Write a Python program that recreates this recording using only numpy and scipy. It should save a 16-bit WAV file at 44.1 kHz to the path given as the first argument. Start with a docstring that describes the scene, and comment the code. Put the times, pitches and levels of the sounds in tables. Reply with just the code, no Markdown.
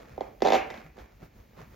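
"""A faint rustle, two snaps, then a stuttering run of them: a person shifts against a big inflated
vinyl ball, close to a stereo microphone in a small room. The skin sticks and slips. Each slip is a
crack and a falling thump of the skin; the air in the ball rings on. Small ticks, soft rustles of
cloth and low bumps follow as the weight settles, over a low rumble and a faint hiss."""
import sys
import numpy as np
from scipy import signal
from scipy.fft import rfft, irfft, next_fast_len
from scipy.io import wavfile
from scipy.ndimage import map_coordinates

SR = 44100
rng = np.random.default_rng(int(sys.argv[2]) if len(sys.argv) > 2 else 0)


def unload_audio(sound):
    """Save the sound as a 16-bit wav file, at the path given as the first command line argument."""
    columns = np.transpose(np.atleast_2d(sound))
    # keep every value between -1 and 1, then stretch to whole-number steps
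    steps = np.round(np.clip(columns, -1, 1) * 32767)
    wavfile.write(sys.argv[1], SR, steps.astype(np.int16))


N = 77175

# How long the air in the ball rings: freq_hz, t60_s
BALL_DECAY = [(500, 0.45), (2400, 0.46), (4000, 0.35), (8000, 0.15), (14000, 0.27)]


def slips():
    """The vinyl sticks and lets go: each slip or tick is a thump and a crack with a rough tail."""
    # Slips of the skin: start_s, thump_db, crack_db, start_pitch_hz
    snaps = [(0.1786, -20.5, -48.5, 822), (0.2086, -15, -36.5, 855), (.4213, -6, -21.5, 742),
             (.4449, -16.5, -44, 773), (.4504, -10, -25.5, 846), (0.4555, -8, -25.5, 859),
             (.4626, -7, -22, 883), (0.4727, -9.5, -21, 910), (0.4848, -9.5, -22, 879),
             (0.5039, -8.5, -21, 851), (.5222, -6, -18, 909), (0.534, -8.5, -19, 884),
             (.543, -8.5, -23, 904), (.5495, -11, -20, 918), (.5546, -10.5, -24.5, 912),
             (.5589, -20.5, -24.5, 970), (.5628, -22, -29, 968), (0.5669, -23, -30, 950),
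             (.571, -20.5, -35.5, 860)]
    # Small ticks of the vinyl: start_s, thump_db, crack_db, start_pitch_hz
    ticks = [(.4055, -38, -44, 794), (.7035, -32.5, -33, 930), (.709, -28, -41, 744), (.742, -32, -39, 960),
             (.776, -39, -41.5, 700), (.961, -48, -64, 650), (.979, -35.5, -59, 720),
             (.987, -42, -45.5, 722), (.999, -43.5, -47.5, 904), (1.227, -39.5, -64.5, 714),
             (1.59, -42, -52, 1473)]
    # How well the skin radiates the thump: freq_hz, gain_db
    skin_radiation = [(80, -2), (150, -1), (250, 1.5), (350, 0.5), (500, -3.5), (760, 2.5), (1000, -1.5),
                      (1300, -0.5), (2000, 4)]
    # Bright snap of the vinyl, with a dip at 8.5-11 kHz in the same response: freq_hz, gain_db
    snap_and_notch = [(100, -53), (400, -29.5), (900, 0.5), (1700, 5), (2600, -4.5), (3600, 1.5),
                      (5000, -6.5), (7000, -12), (8500, -35.5), (11000, -34.5), (13500, -24.5),
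                      (16000, -34)]
    thump_lag_s, tail_s = 0.00028, 0.0023  # the flexing wave arrives just after the crack
    thumps, cracks = np.zeros(N), np.zeros(N)
    for start_s, thump_db, crack_db, pitch_hz in snaps + ticks:
        t = since(start_s)
        thumps += amp(thump_db - 1) * thump(start_s + thump_lag_s, pitch_hz)
        tail = (t > 0) * np.exp(-t / tail_s) * rng.standard_normal(N)
        cracks += amp(crack_db - 3.5) * np.sqrt(2 / (tail_s * SR)) * tail
        cracks[round(start_s * SR)] -= amp(crack_db)
    upward_sweep = lambda hz: np.exp(2j * np.pi * 1.4 * np.log(hz + 810))  # lows lead the highs
    cracks = amp(17) * filtered(cracks, lambda hz: causal(snap_and_notch)(hz) * upward_sweep(hz))
    return filtered(thumps, causal(skin_radiation)), cracks


def thump(start_s, pitch_hz):
    """A flexing wave in the skin swells while its pitch falls; the whole ball gives after it."""
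    t = since(start_s)
    glide_s, end_ratio, body_hz = 0.004, 0.3, 207.6
    cycles = pitch_hz * (end_ratio * t + (1 - end_ratio) * glide_s * (1 - np.exp(-t / glide_s)))
    swell = lambda peak_s, sharpness: (t / peak_s * np.exp(1 - t / peak_s)) ** sharpness
    after_swing = amp(-18.5) * swell(0.0066, 2.95)
    skin = (swell(0.002, 2) + after_swing) * np.sin(2 * np.pi * cycles)
    body = amp(-24.5) * swell(0.0035, 1.38) * np.sin(2 * np.pi * body_hz * t)
    return skin + body


def air_modes(drive):
    """The air in the ball rings at its own pitches after each slip."""
    # Resonances of the enclosed air: pitch_hz, level_db
    modes = [(241, -3), (378, -2), (409, -2), (437, -1), (487, -5), (597, 0), (727, 1), (767, 1), (893, -1),
             (991, 0), (1392, 1), (1719, -2), (2154, -1), (2450, -2)]
    t, t60_s = since(0), 0.55
    ring = sum(amp(db) * np.sin(2 * np.pi * hz * t) for hz, db in modes)
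    return signal.fftconvolve(drive, ring * amp(-58 - 60 * t / t60_s))[:N]


def ball():
    """Slips reach the microphone directly, after trips across the ball, and in its ring and the room."""
    # Trips across the ball: delay_s, crack_db, thump_db
    echoes = [(.0039, -6.5, -19.5), (.0078, -14, -9.5)]
    # Shading of the thumps and air modes in the left channel: freq_hz, gain_db
    left_shade = [(100, -3), (220, -2), (380, -6.5), (550, -19.5), (750, -1), (1100, -1), (2400, 3.5)]
    # Dense upper air modes: freq_hz, gain_db
    upper_modes = [(150, -54), (600, -20), (1300, -6), (1800, -3), (2400, 5), (3000, -5), (3600, -14),
                   (7000, -4), (10000, 12), (16000, -14)]
    thumps, cracks = slips()
    low = thumps + sum(amp(db) * delayed(thumps, delay_s) for delay_s, _, db in echoes)
    low += air_modes(cracks + amp(-13) * thumps)
    high = cracks + sum(amp(db) * delayed(cracks, delay_s) for delay_s, db, _ in echoes)
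    low_left = filtered(low, causal(left_shade))
    ring = amp(6.5) * reverberate(cracks, upper_modes, BALL_DECAY, build_s=0.0043)
    return np.array([low_left, low]) + high + ring + room(thumps)


def room(thumps):
    """The small room answers the thumps, a little weaker on the left."""
    # Colour of the reverberation: freq_hz, gain_db
    colour = [(100, -24.5), (240, 5), (400, -2), (700, -2.5), (1200, 11.5), (3000, 23)]
    # Reverberation time: freq_hz, t60_s
    decay = [(150, 0.35), (500, 0.47), (2000, 0.36)]
    return amp([[-10.5], [-7]]) * reverberate(thumps, colour, decay, build_s=0.012)


def rustles():
    """Cloth drags over the vinyl in short grainy strokes, and the ball rings faintly."""
    # Strokes of cloth: peak_s, level_db, rise_s, fall_s
    strokes = [(.005, -48, 0.055, 0.053), (0.126, -51.5, 0.089, 0.06), (.27, -54, 0.033, 0.022),
               (0.781, -46.5, 0.15, 0.051), (0.866, -55.5, 0.015, 0.017), (0.994, -47, 0.025, 0.04),
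               (1.121, -60.5, 0.059, 0.026), (1.234, -49.5, 0.025, 0.0148), (1.259, -55.5, 0.015, 0.02),
               (1.389, -58, 0.049, 0.064), (1.595, -51, 0.027, 0.016), (1.615, -49.5, 0.047, .03),
               (1.74, -55, 0.044, 0.029)]
    # Colour of the cloth: freq_hz, gain_db
    colour = [(100, -38.5), (200, -1), (320, -9.5), (500, -3.5), (900, -10), (1800, -16), (2400, -20),
              (3000, -26.5), (6600, -30.5), (8500, -34), (11000, -38), (16000, -43.5)]
    # What the cloth sets ringing in the ball: freq_hz, gain_db
    ring_colour = [(200, -12), (1500, -9.5), (2500, 3), (3200, -37), (9000, -17)]
    t = since(0)
    power = sum(amp(db) ** 2 * np.exp(-2 * np.maximum((peak_s - t) / rise_s, (t - peak_s) / fall_s))
                for peak_s, db, rise_s, fall_s in strokes)
    grains = noise(colour) * amp(3 * wobble(knots_per_s=410))
    cloth = np.sqrt(power) * unit(grains)
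    ring = reverberate(cloth[1], ring_colour, BALL_DECAY, build_s=0.01)
    return cloth * amp([[-1], [1]]) + ring


def bumps():
    """The ball gives softly under the shifting weight."""
    # Soft bumps of the ball: start_s, level_db, pitch_hz, t60_s
    nudges = [(0.104, -42.5, 135, 0.22), (0.128, -37, 67.6, .1), (0.779, -30, 234, 0.037),
              (0.849, -41.5, 160, 0.15), (1.005, -36.5, 62.6, 0.14), (1.225, -32, 154, 0.055),
              (1.24, -44.5, 55, 0.075), (1.583, -40, 175, 0.15), (1.625, -31, 148, 0.046)]
    rise_s = 0.0059
    sound = np.zeros(N)
    for start_s, level_db, pitch_hz, t60_s in nudges:
        t = since(start_s)
        envelope = amp(level_db - 60 * t / t60_s) * (1 - np.exp(-t / rise_s))
        sound += envelope * np.sin(2 * np.pi * pitch_hz * t)
    return sound


def background():
    """A low rumble that swells and sinks, and a faint hiss."""
    # Course of the rumble: time_s, level_db
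    rumble_course = [(0.0, -60), (0.164, -57), (0.184, -57.5), (0.75, -53.5), (0.818, -58.5),
                     (0.848, -52.5), (0.964, -62.5), (1.012, -53), (1.082, -66.5), (1.168, -58),
                     (1.194, -63), (1.252, -52.5), (1.31, -67), (1.364, -54), (1.472, -58.5), (1.75, -54)]
    # Colour of the rumble: freq_hz, gain_db
    rumble_colour = [(20, -44), (33, -15), (47, 4), (70, -5), (110, -5), (180, -11), (300, -16),
                     (600, -40.5)]
    # Colour of the hiss: freq_hz, gain_db
    hiss_colour = [(120, -25), (250, -3.5), (700, -8), (1300, -18.5), (2400, -12.5), (3100, -19),
                   (6500, -24), (9000, -36), (12500, -26), (16000, -30.5)]
    course_db = np.interp(since(0), *np.transpose(rumble_course))
    sway_db = 1.5 * wobble(knots_per_s=4.8)
    rumble = amp(course_db + sway_db + 1.5) * unit(noise(rumble_colour))
    return rumble + amp(-68) * unit(noise(hiss_colour))


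def noise(colour):
    """Coloured stereo noise, mostly alike in both channels, with a thin side-only band near 9 kHz."""
    # Split between mid and side: freq_hz, balance (1 is mid only, -1 or less is side only)
    mid_side_balance = [(60, 1), (130, .95), (290, 0.84), (640, -0.21), (1400, 0.5), (3100, 0.9),
                        (6800, 0.41), (9000, -3.2), (13000, 1)]

    def mid_side_gains(hz):
        angle = np.arccos(np.clip(along(mid_side_balance, hz), -1, 1)) / 2
        return amp(along(colour, hz)) * [np.cos(angle), np.sin(angle)]
    mid, side = filtered(rng.standard_normal((2, N)), mid_side_gains)
    return np.array([mid + side, mid - side])


def reverberate(x, colour, decay, build_s):
    """x through a diffuse stereo tail in which each frequency dies at its own speed."""
    hz, t, spectra = signal.stft(noise(colour), SR, nperseg=256)
    t60_s = along(decay, hz)[:, None]
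    equal_energy = np.sqrt(2 * np.log(1000) / (t60_s * SR))
    tail = signal.istft(spectra * amp(-60 * t / t60_s) * equal_energy, SR, nperseg=256)[1][:, :N]
    build_up = 1 - np.exp(-since(0) / build_s)
    return signal.fftconvolve(x[None], tail * build_up, axes=1)[:, :N]


def amp(db):
    """Decibels to gain."""
    return 10 ** (np.asarray(db) / 20)


def unit(x):
    """x scaled to rms 1."""
    return x / np.sqrt(np.mean(x ** 2) + 1e-20)


def since(start_s):
    """Seconds since start_s, zero before it."""
    return np.maximum(np.arange(N) / SR - start_s, 0)


def along(points, hz):
    """(freq_hz, value) points interpolated on a log frequency axis."""
    freqs, values = np.transpose(points)
    return np.interp(np.log(hz + 1), np.log(freqs + 1), values)


def wobble(knots_per_s):
    """A smooth random curve."""
    knots = rng.standard_normal(int(N * knots_per_s / SR) + 4)
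    return map_coordinates(knots, [np.arange(N) * knots_per_s / SR])


def filtered(x, response):
    """x through a complex response of frequency."""
    size = next_fast_len(N + SR // 2)
    return irfft(rfft(x, size) * response(np.fft.rfftfreq(size, 1 / SR)), size)[..., :N]


def delayed(x, delay_s):
    """x, delay_s later."""
    return filtered(x, lambda hz: np.exp(-2j * np.pi * hz * delay_s))


def causal(points):
    """The minimum-phase response through (freq_hz, gain_db) points."""
    def response(hz):
        cepstrum = irfft(np.log(amp(along(points, hz))))
        half = len(cepstrum) // 2
        return np.exp(rfft(np.r_[cepstrum[0], 2 * cepstrum[1:half]], len(cepstrum)))
    return response


def scene():
    """The ball close up and the room behind it, left and right."""
    return ball() + rustles() + bumps() + background()


def record(dry):
    """Nothing is kept above the band limit."""
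    top_hz = 16200
    return filtered(dry, lambda hz: hz < top_hz)


dry = scene()
out = record(dry)
unload_audio(out)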